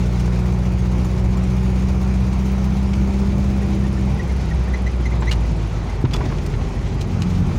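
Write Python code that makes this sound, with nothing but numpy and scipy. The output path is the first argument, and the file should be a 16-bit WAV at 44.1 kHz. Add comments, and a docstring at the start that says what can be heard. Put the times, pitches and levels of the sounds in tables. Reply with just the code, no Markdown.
"""The firing note of an old four-cylinder engine under load, heard from the back seat of a small car, comes first,
with tyre rumble, panel roar, hiss and a belt's swish. The car pulls gently, then coasts down to a junction;
load returns at the end. The engine is a sum of harmonics and weaker lines between them, the road and air are
shaped noise. Trim rattles as struck modes, the floor thuds over bumps, one of them hard, and rubber squeaks as
it slips on metal."""
import sys
import numpy as np
from scipy import signal
from scipy.fft import rfft, irfft
from scipy.io import wavfile
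from scipy.ndimage import uniform_filter1d, minimum_filter1d

SR = 44100
rng = np.random.default_rng(int(sys.argv[2]) if len(sys.argv) > 2 else 0)


def master_out(mix):
    """Clip the mix to full scale and print it as 16-bit PCM to the path in sys.argv[1]."""
    frames = np.transpose(np.atleast_2d(mix))
    ceiling = np.clip(frames, -1, 1)
    pcm = np.round(ceiling * 32767).astype(np.int16)
    wavfile.write(sys.argv[1], SR, pcm)


def volts_from_decibels(level):
    """Turn decibel levels (scalar or array-like) into linear amplitude factors."""
    exponent = np.asarray(level, float) / 20
    return 10 ** exponent


N = 334278
TIME = np.arange(N) / SR


def evened(x):
    """Normalisation: scales a signal to unit rms."""
    return x / np.sqrt(np.mean(x ** 2) + 1e-20)


def curves(rows):
    """Linear interpolation: draws each column of a timed table over the whole scene."""
    s, *columns = np.transpose(rows)
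    return [np.interp(TIME, s, column) for column in columns]


def read(points, hz):
    """Frequency response: reads a level in dB on a logarithmic frequency axis, -120 dB outside the table."""
    f, db = np.transpose(points)
    return np.interp(np.log(hz + 1), np.log(f + 1), db, left=-120, right=-120)


def step(s, blend_s):
    """Sigmoid transition: changes smoothly from 0 to 1 around s."""
    return .5 + .5 * np.tanh((TIME - s) / blend_s)


def swell(s, length_s):
    """Gaussian envelope: a bell of height 1 around s."""
    return np.exp(-((TIME - s) / length_s) ** 2)


def add(mix, s, sound):
    """Superposition: adds a sound to the mix from s seconds on."""
    part = mix[round(s * SR):][:len(sound)]
    part += sound[:len(part)]


def wander(per_s):
    """Random modulation: slow drift of unit size through per_s random values a second."""
    return np.interp(TIME * per_s, np.arange(400), rng.standard_normal(400)) * np.sqrt(1.5)


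def noise(points, patchy_db):
    """Filtered noise: random short-time spectra in drifting patches, at unit rms."""
    hz = np.fft.rfftfreq(2048, 1 / SR)
    real, imaginary, patches = rng.standard_normal((N // 512 + 5, len(hz), 3)).T
    patches = uniform_filter1d(patches, size=20, axis=0)  # along frequency
    patches = evened(uniform_filter1d(patches, size=5, axis=1))  # along time
    level = volts_from_decibels(read(points, hz)[:, None] + patchy_db * patches)
    spectra = (real + 1j * imaginary) * level
    return evened(signal.istft(spectra, nperseg=2048, noverlap=1536)[1][:N])


def puffs(turns, tail, uneven_db):
    """Periodic pulses: a sudden burst at each whole turn, of random size, decays by 1/e in tail turns."""
    sizes = volts_from_decibels(uneven_db * rng.standard_normal(600))
    size = sizes[np.floor(turns).astype(int) % 600]
    return uniform_filter1d(size * np.exp(-(turns % 1) / tail), size=90)


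def ring(modes, factor, spread, stretch):
    """Modal synthesis: dying sines of a struck body, detuned a little at each blow, at unit peak."""
    t = np.arange(SR // 6)[:, None] / SR
    hz, db, t60 = np.transpose(modes)
    detune = 1 + spread * rng.standard_normal(len(hz))
    hz = np.minimum(hz * factor * detune, 16000)
    decay = volts_from_decibels(db - 60 * t / (t60 * stretch))
    sound = (decay * np.sin(2 * np.pi * hz * t)).sum(1)
    return sound / abs(sound).max()


# firing tone and its multiples: multiple, level while pulling/dB, change once coasting/dB, change in the turn/dB
FIRING_TONES = [(1, -19.5, 1, -6), (2, -26, -7.5, 7.5), (3, -23, -9, -4), (4, -47, -0.5, 20.5)]
# lead of each firing tone, which shapes the exhaust pulse: phase/turns
PULSE_LEAD = [-.15, -.42, .2, 0]
# unequal cylinders add lines between and above the firing tones: multiple of the firing rate, relative level/dB
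UNEVEN_LINES = [(.5, -56), (.75, -31.5), (1.25, -31), (1.5, -36.5), (1.75, -29.5), (2.25, -37),
                (2.5, -32.5), (2.75, -39), (3.25, -43.5), (3.5, -46), (5, -45.5), (5.5, -51.5), (6, -45.5),
                (8, -51), (8.5, -49.5), (9, -49.5), (12, -52)]
# how the cabin passes each firing tone: f/Hz, level/dB
CABIN_RESPONSE = [(40, -1), (49, -7), (55, -1), (62, .5), (67, -1.5), (87.5, -6), (90.5, 4.5), (101, -7),
                  (108, 4.5), (120, 3), (131, -4), (150, -4.5), (165, 2.5), (180, -1.5), (195, 1.5),
                  (215, -6), (240, 7.5), (252, -5), (270, -9)]
# the uneven lines swell as they pass these resonances: f/Hz, width/Hz, level/dB
CABIN_BOOMS = [(368.4, 16.3, 7.5), (326, 5.9, 8.5), (207, 16, 5.5)]
# the firing tones dip briefly: t/s, level/dB
TONE_DIPS = [(1.1, -3.5), (3.95, -2.5), (4.23, -6)]


def engine(hz, firings, throttle):
    """Harmonic synthesis: firing tones, and weaker lines that flutter as the cylinders fire unevenly."""
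    coast = step(4.19, blend_s=.097)  # the foot comes off the pedal
    turn = step(7.07, blend_s=.029)  # the note shifts from the odd to the even multiples
    dip_db = sum(db * swell(s, length_s=.075) for s, db in TONE_DIPS)
    tones = np.zeros(N)
    for (k, db, coast_db, turn_db), lead in zip(FIRING_TONES, PULSE_LEAD):
        level_db = db + coast_db * coast + turn_db * turn + read(CABIN_RESPONSE, k * hz) + dip_db
        level_db = level_db + (.63 + 1.4 * coast) * wander(22)
        phase = k * firings + lead + .019 * wander(9)  # turns
        tones += volts_from_decibels(level_db) * np.cos(2 * np.pi * phase)
    for k, db in UNEVEN_LINES:
        boom_db = sum(top_db * np.exp(-((k * hz - boom_hz) / width) ** 2)
                      for boom_hz, width, top_db in CABIN_BOOMS)
        level_db = db + boom_db + 4.1 * (throttle - 1) + 4 * wander(8) - 3
        phase = k * firings + rng.random() + .13 * wander(6)  # turns
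        tones += volts_from_decibels(level_db) * np.cos(2 * np.pi * phase)
    return np.sqrt(2) * tones  # table levels are rms


# level of the tyre rumble: t/s, level/dB
ROAD_LEVEL = [(0, -33), (.74, -38), (.95, -27), (1.98, -27.5), (2.3, -31), (2.97, -25), (4.28, -24.5),
              (4.8, -30), (5.42, -27), (5.7, -29.5), (6.1, -21.5), (6.5, -26), (7, -24), (7.58, -21)]
# spectrum of the tyre rumble: f/Hz, relative density/dB per Hz
RUMBLE_SPECTRUM = [(12, -39), (20, -24), (38, -4), (56, 0), (75, -1.5), (162, -2), (201, -18), (237, -11.5),
                   (394, -22), (420, -30), (550, -48), (920, -120)]
# level of the coarser ground in the turn: t/s, level/dB
COARSE_LEVEL = [(0, -57), (6.1, -44), (6.8, -31.5), (7.2, -25), (7.58, -27)]
# spectrum of the coarser ground: f/Hz, relative density/dB per Hz
COARSE_SPECTRUM = [(60, -25), (90, -8), (135, -4), (178, 0), (225, -5.5), (300, -27)]
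# spectrum of the panel roar: f/Hz, relative density/dB per Hz
ROAR_SPECTRUM = [(140, -6.5), (230, 1.5), (273, -12.5), (307, -3), (373, -1), (448, -5.5), (526, -9.5),
                 (766, -9.5), (826, -9), (1180, -14.5), (1680, -21.5), (2320, -20.5), (3000, -32),
                 (3900, -37), (6600, -120)]
# spectrum of the hiss under load: f/Hz, relative density/dB per Hz
PULLING_HISS = [(880, -13), (1500, -1), (1690, -28), (1790, -1), (1940, -6.5), (2340, 0), (2940, -5.5),
                (6470, -7.5), (7890, -18), (9990, -19.5), (13400, -30.5), (15100, -23), (15900, -28)]
# spectrum of the hiss without load: f/Hz, relative density/dB per Hz
COASTING_HISS = [(880, -21), (1500, -3), (1810, -4.5), (2000, 3.5), (2140, -5), (2390, 1), (2790, -2.5),
                 (6470, -7.5), (8200, -19.5), (11000, -29), (13400, -43), (14800, -32), (15900, -36)]
# spectrum of the loudest valve: f/Hz, relative density/dB per Hz
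VALVE_SPECTRUM = [(4500, -25), (6500, 10), (8500, -1), (10500, -5), (13500, -9), (15000, 0), (15900, -4)]


def road_and_air(firings, throttle):
    """Amplitude-modulated noise: tyre rumble, panel roar and hiss; load makes roar and hiss throb with the firings."""
    cycle = puffs(firings / 4 + .13, tail=.25, uneven_db=1.5)  # one valve per four firings is loudest
    each_firing = puffs(firings + .4, tail=.35, uneven_db=1.5)
    throb = 1 + throttle * (.4 * cycle + .35 * each_firing)

    rumble_db = curves(ROAD_LEVEL)[0] + .6 * wander(10)
    rumble = volts_from_decibels(rumble_db) * noise(RUMBLE_SPECTRUM, patchy_db=1)
    rumble += volts_from_decibels(curves(COARSE_LEVEL)[0]) * noise(COARSE_SPECTRUM, patchy_db=1)

    # the panels roar louder for a moment after the hard bump
    roar_db = -32.5 + 3 * swell(6.23, length_s=.12) + .58 * wander(25)
    roar = volts_from_decibels(roar_db) * noise(ROAR_SPECTRUM, patchy_db=1) * evened(throb ** .51)

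    hiss = np.sqrt(throttle) * noise(PULLING_HISS, patchy_db=1.56) * evened(throb)
    hiss += np.sqrt(1 - throttle) * noise(COASTING_HISS, patchy_db=1.5)
    hiss *= volts_from_decibels(-44.5 + 1.07 * wander(30))

    valve = volts_from_decibels(-58.5) * throttle ** .98 * evened(cycle) * noise(VALVE_SPECTRUM, patchy_db=6.5)
    return rumble + roar + hiss + valve


# the belt creeps on its pulley: t/s, lead/laps
BELT_CREEP = [(0, -.38), (2.85, .2), (4.9, .52), (7.58, -.3)]
# spectrum of the belt joint's swish: f/Hz, relative density/dB per Hz
SWISH_SPECTRUM = [(5000, -22), (7500, -5), (8800, -5), (10000, -5), (10900, 0), (11700, -12), (13500, -24),
                  (15000, -12), (15900, -16)]


def belt(hz, firings, throttle):
    """Periodic gating of noise: a belt joint swishes once a lap, plainest at high speed without load."""
    laps = firings * .3465 + curves(BELT_CREEP)[0] + 1
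    swish = puffs(laps, tail=.22, uneven_db=1.2)
    speed_db = 11 * np.log2(hz / 64)
    load_db = -6.2 * np.maximum(throttle - .55, 0) / .57
    return volts_from_decibels(-61.5 + speed_db + load_db) * evened(swish) * noise(SWISH_SPECTRUM, patchy_db=2.5)


# jolts of loose trim: t/s, peak level/dB, f of the piece's strongest mode/Hz, ring share 0-1 (held to 0.7)
RATTLES = [(.196, -31, 5200, .1), (.279, -20, 730, 0.56), (1.045, -28, 800, .4), (2.933, -23.5, 2310, 0.38),
           (5.223, -16, 1045, 0.49), (5.313, -12.5, 2910, 0.55), (5.323, -21.5, 2950, 0.4),
           (5.336, -31, 2840, 0.6), (6.047, -16.5, 960, .2), (6.109, -28, 2300, 0.4),
           (6.135, -15, 3480, 0.52), (6.143, -18, 1000, .4), (6.157, -24, 3450, .25),
           (6.205, -22, 695, .35), (6.254, -25.5, 2600, .2), (6.3, -29, 1200, 0.3),
           (6.322, -22, 1150, 0.54), (6.382, -28.5, 2000, .3), (6.46, -27.5, 4840, 0.2),
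           (6.536, -25, 1300, 0.1), (6.608, -27, 1000, 0.1), (6.791, -33, 2900, .2), (7.01, -24, 4000, .3),
           (7.219, -18, 2890, 0.14), (7.298, -34, 4700, .2), (7.348, -31, 2780, .4)]
# modes of a reference trim piece, second row strongest: f/Hz, level/dB, t60 before shortening/s
TRIM_MODES = [(1800, -9, .06), (2900, 0, .085), (3150, -8, .05), (4140, -5, .05), (4720, -8, .05),
              (5740, -14, .04), (6520, -17, .04)]
# spectrum of the contacts heard directly: f/Hz, level/dB
CONTACT_SPECTRUM = [(300, -29), (900, -2.5), (3000, 4), (6500, -1), (8500, -9.5), (12500, -20),
                    (15000, -20), (16500, -30)]


def rattle(db, piece_hz, ringing):
    """Impact excitation: quick contacts make a noise burst, heard directly and through the trim's modes."""
    t = np.arange(SR // 6) / SR
    hz = np.fft.rfftfreq(len(t), 1 / SR) + 1
    hits = rng.random(len(t)) < 400 / SR  # 400 contacts per second on average
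    contacts = np.convolve(hits, np.exp(-np.arange(200) / 60))[:len(t)] + .5
    envelope = volts_from_decibels(-60 * t / .06) * np.minimum(t / .0035, 1)  # t60 60 ms, onset 3.5 ms
    burst = rfft(rng.standard_normal(len(t)) * contacts * envelope)

    factor = piece_hz / TRIM_MODES[1][0]
    tilt_db = -.5 + 7 * np.log2(factor)  # dB per octave: smaller, higher pieces are brighter
    tilt = volts_from_decibels(tilt_db * np.log2(hz / 3000))
    direct = evened(irfft(burst * tilt * volts_from_decibels(read(CONTACT_SPECTRUM, hz)), len(t)))

    blow = burst + 2.3 * np.sqrt(np.mean(abs(burst) ** 2))  # the first contact is a clean tap
    modes = rfft(ring(TRIM_MODES, factor, spread=.01, stretch=.6))
    body = evened(irfft(blow * modes, len(t)))
    share = np.clip(ringing, 0, .7)
    sound = (1 - share) * direct + share * body
    return volts_from_decibels(db) * sound / abs(sound).max()


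# the wheels meet bumps: t/s, nominal peak level/dB
BUMPS = [(1.06, -18), (4.057, -17), (4.2, -17), (6.0405, 6), (6.204, -12), (6.25, -15), (7.225, -16),
         (7.458, -18)]
# modes of the floorpan before scaling: f/Hz, level/dB, t60/s
FLOORPAN_MODES = [(131, 0, .2), (112, -3, .14), (200, -5, .07), (250, -2, .06), (310, -6, .05)]


def thud(db):
    """Modal response: a bump strikes the floorpan, which rings low and dies away."""
    sound = -ring(FLOORPAN_MODES, .95, spread=.012, stretch=.85)
    onset = np.minimum(np.arange(len(sound)) / (.002 * SR), 1)  # 2 ms
    return volts_from_decibels(db) * sound * onset


# rubber on metal slips: t/s, nominal level/dB, f/Hz, rise as a share of f (negative falls)
SQUEAKS = [(3.62, -36.5, 1930, .06), (3.84, -35, 1838, .03), (3.972, -37, 1810, .03),
           (4.193, -27, 1946, .01), (4.292, -35, 2130, .03), (4.51, -31.5, 1910, 0.011),
           (4.676, -36, 1820, .02), (4.736, -26, 2020, -0.0028), (4.863, -26, 2020, .035),
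           (5.054, -26, 2036, -0.0092), (5.115, -32, 2120, 0.11), (5.208, -43.5, 7400, -.04),
           (5.271, -25, 2100, 0.19), (5.888, -36, 2050, .03)]
# overtones of a squeak: multiple, relative level/dB
SQUEAK_OVERTONES = [(2, -4), (3, -4)]


def squeak(db, hz, rise):
    """Stick-slip friction: a brief gliding whistle with overtones; the grip trembles, so it is a little hoarse."""
    stronger_db = db + 37
    length_s = .016 + .0006 * stronger_db + .07 * abs(rise)  # stronger and wider slips last longer
    overtone_db = -25 + 1.13 * stronger_db  # overtones grow with strength
    u = np.linspace(0, 1, round(max(length_s, .008) * SR))
    tremble = uniform_filter1d(rng.standard_normal((2, len(u))), size=70) * 8
    turns = np.cumsum(hz * (1 + rise * (u - .5) + .025 * tremble[0])) / SR
    tone = np.sin(2 * np.pi * turns)
    for k, level_db in SQUEAK_OVERTONES:
        if k * hz < 16000:
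            tone += volts_from_decibels(overtone_db + level_db) * np.sin(2 * np.pi * k * turns)
    envelope = np.sin(np.pi * u ** .63) ** .63
    return volts_from_decibels(db - 1.5 + 2.3 * tremble[1]) * tone * envelope


# engine speed: t/s, firing rate f/Hz
FIRING_RATE = [(0, 60), (1.25, 61.65), (2, 62.8), (3.1, 65.3), (3.6, 65.8), (3.95, 65.5), (4.32, 64.1),
               (4.7, 62.7), (5.02, 60.9), (5.9, 51.2), (6.1, 49.5), (6.4, 47.6), (6.75, 46.1), (7, 45.3),
               (7.4, 44.8), (7.58, 44)]
# engine load: t/s, throttle 0-1
THROTTLE = [(0, 0.98), (2.5, 1), (3.3, 0.95), (4.2, 0.52), (5, 0.17), (6.5, 0.4), (7.05, 0.18),
            (7.58, 0.77)]


def scene():
    """Superposition: the continuous sources share one engine speed and load; the impacts and slips are added."""
    (hz,) = curves(FIRING_RATE)
    firings = np.cumsum(hz) / SR
    throttle = np.clip(curves(THROTTLE)[0], 0, 1)
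    cabin = engine(hz, firings, throttle) + road_and_air(firings, throttle) + belt(hz, firings, throttle)
    for s, *jolt in RATTLES:
        add(cabin, s, rattle(*jolt))
    for when, size, bright in rng.random(size=(16, 3)):  # faint jolts at random moments
        faint_db = -37 + 2.5 * (2 * size - 1)
        add(cabin, when * N / SR, rattle(faint_db, 1500 + 3000 * bright, .3))
    for s, db in BUMPS:
        add(cabin, s, thud(db))
    for s, *slip in SQUEAKS:
        add(cabin, s, squeak(*slip))
    return cabin[None]


def band_limit(x):
    """A steep low-pass at the top of the band."""
    return signal.sosfilt(signal.butter(12, 17080, fs=SR, output="sos"), x)


def record(dry):
    """Dynamic range control: the microphone drops the deepest bass; a look-ahead limiter ducks around loud peaks."""
    heard = signal.sosfilt(signal.butter(2, 38, "high", fs=SR, output="sos"), dry)
    peak = -minimum_filter1d(-abs(heard[0]), size=700)  # centred window, so it looks ahead
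    peak_db = 20 * np.log10(peak + 1e-9)
    fall = TIME * 90  # recovers 90 dB per second
    held_db = np.maximum.accumulate(peak_db + fall) - fall
    over_db = np.maximum(held_db + 9, 0)  # above a threshold of -9 dB
    ducked = heard / volts_from_decibels(.54 * uniform_filter1d(over_db, size=300))
    return band_limit(ducked)


dry = scene()
out = record(dry)
master_out(out)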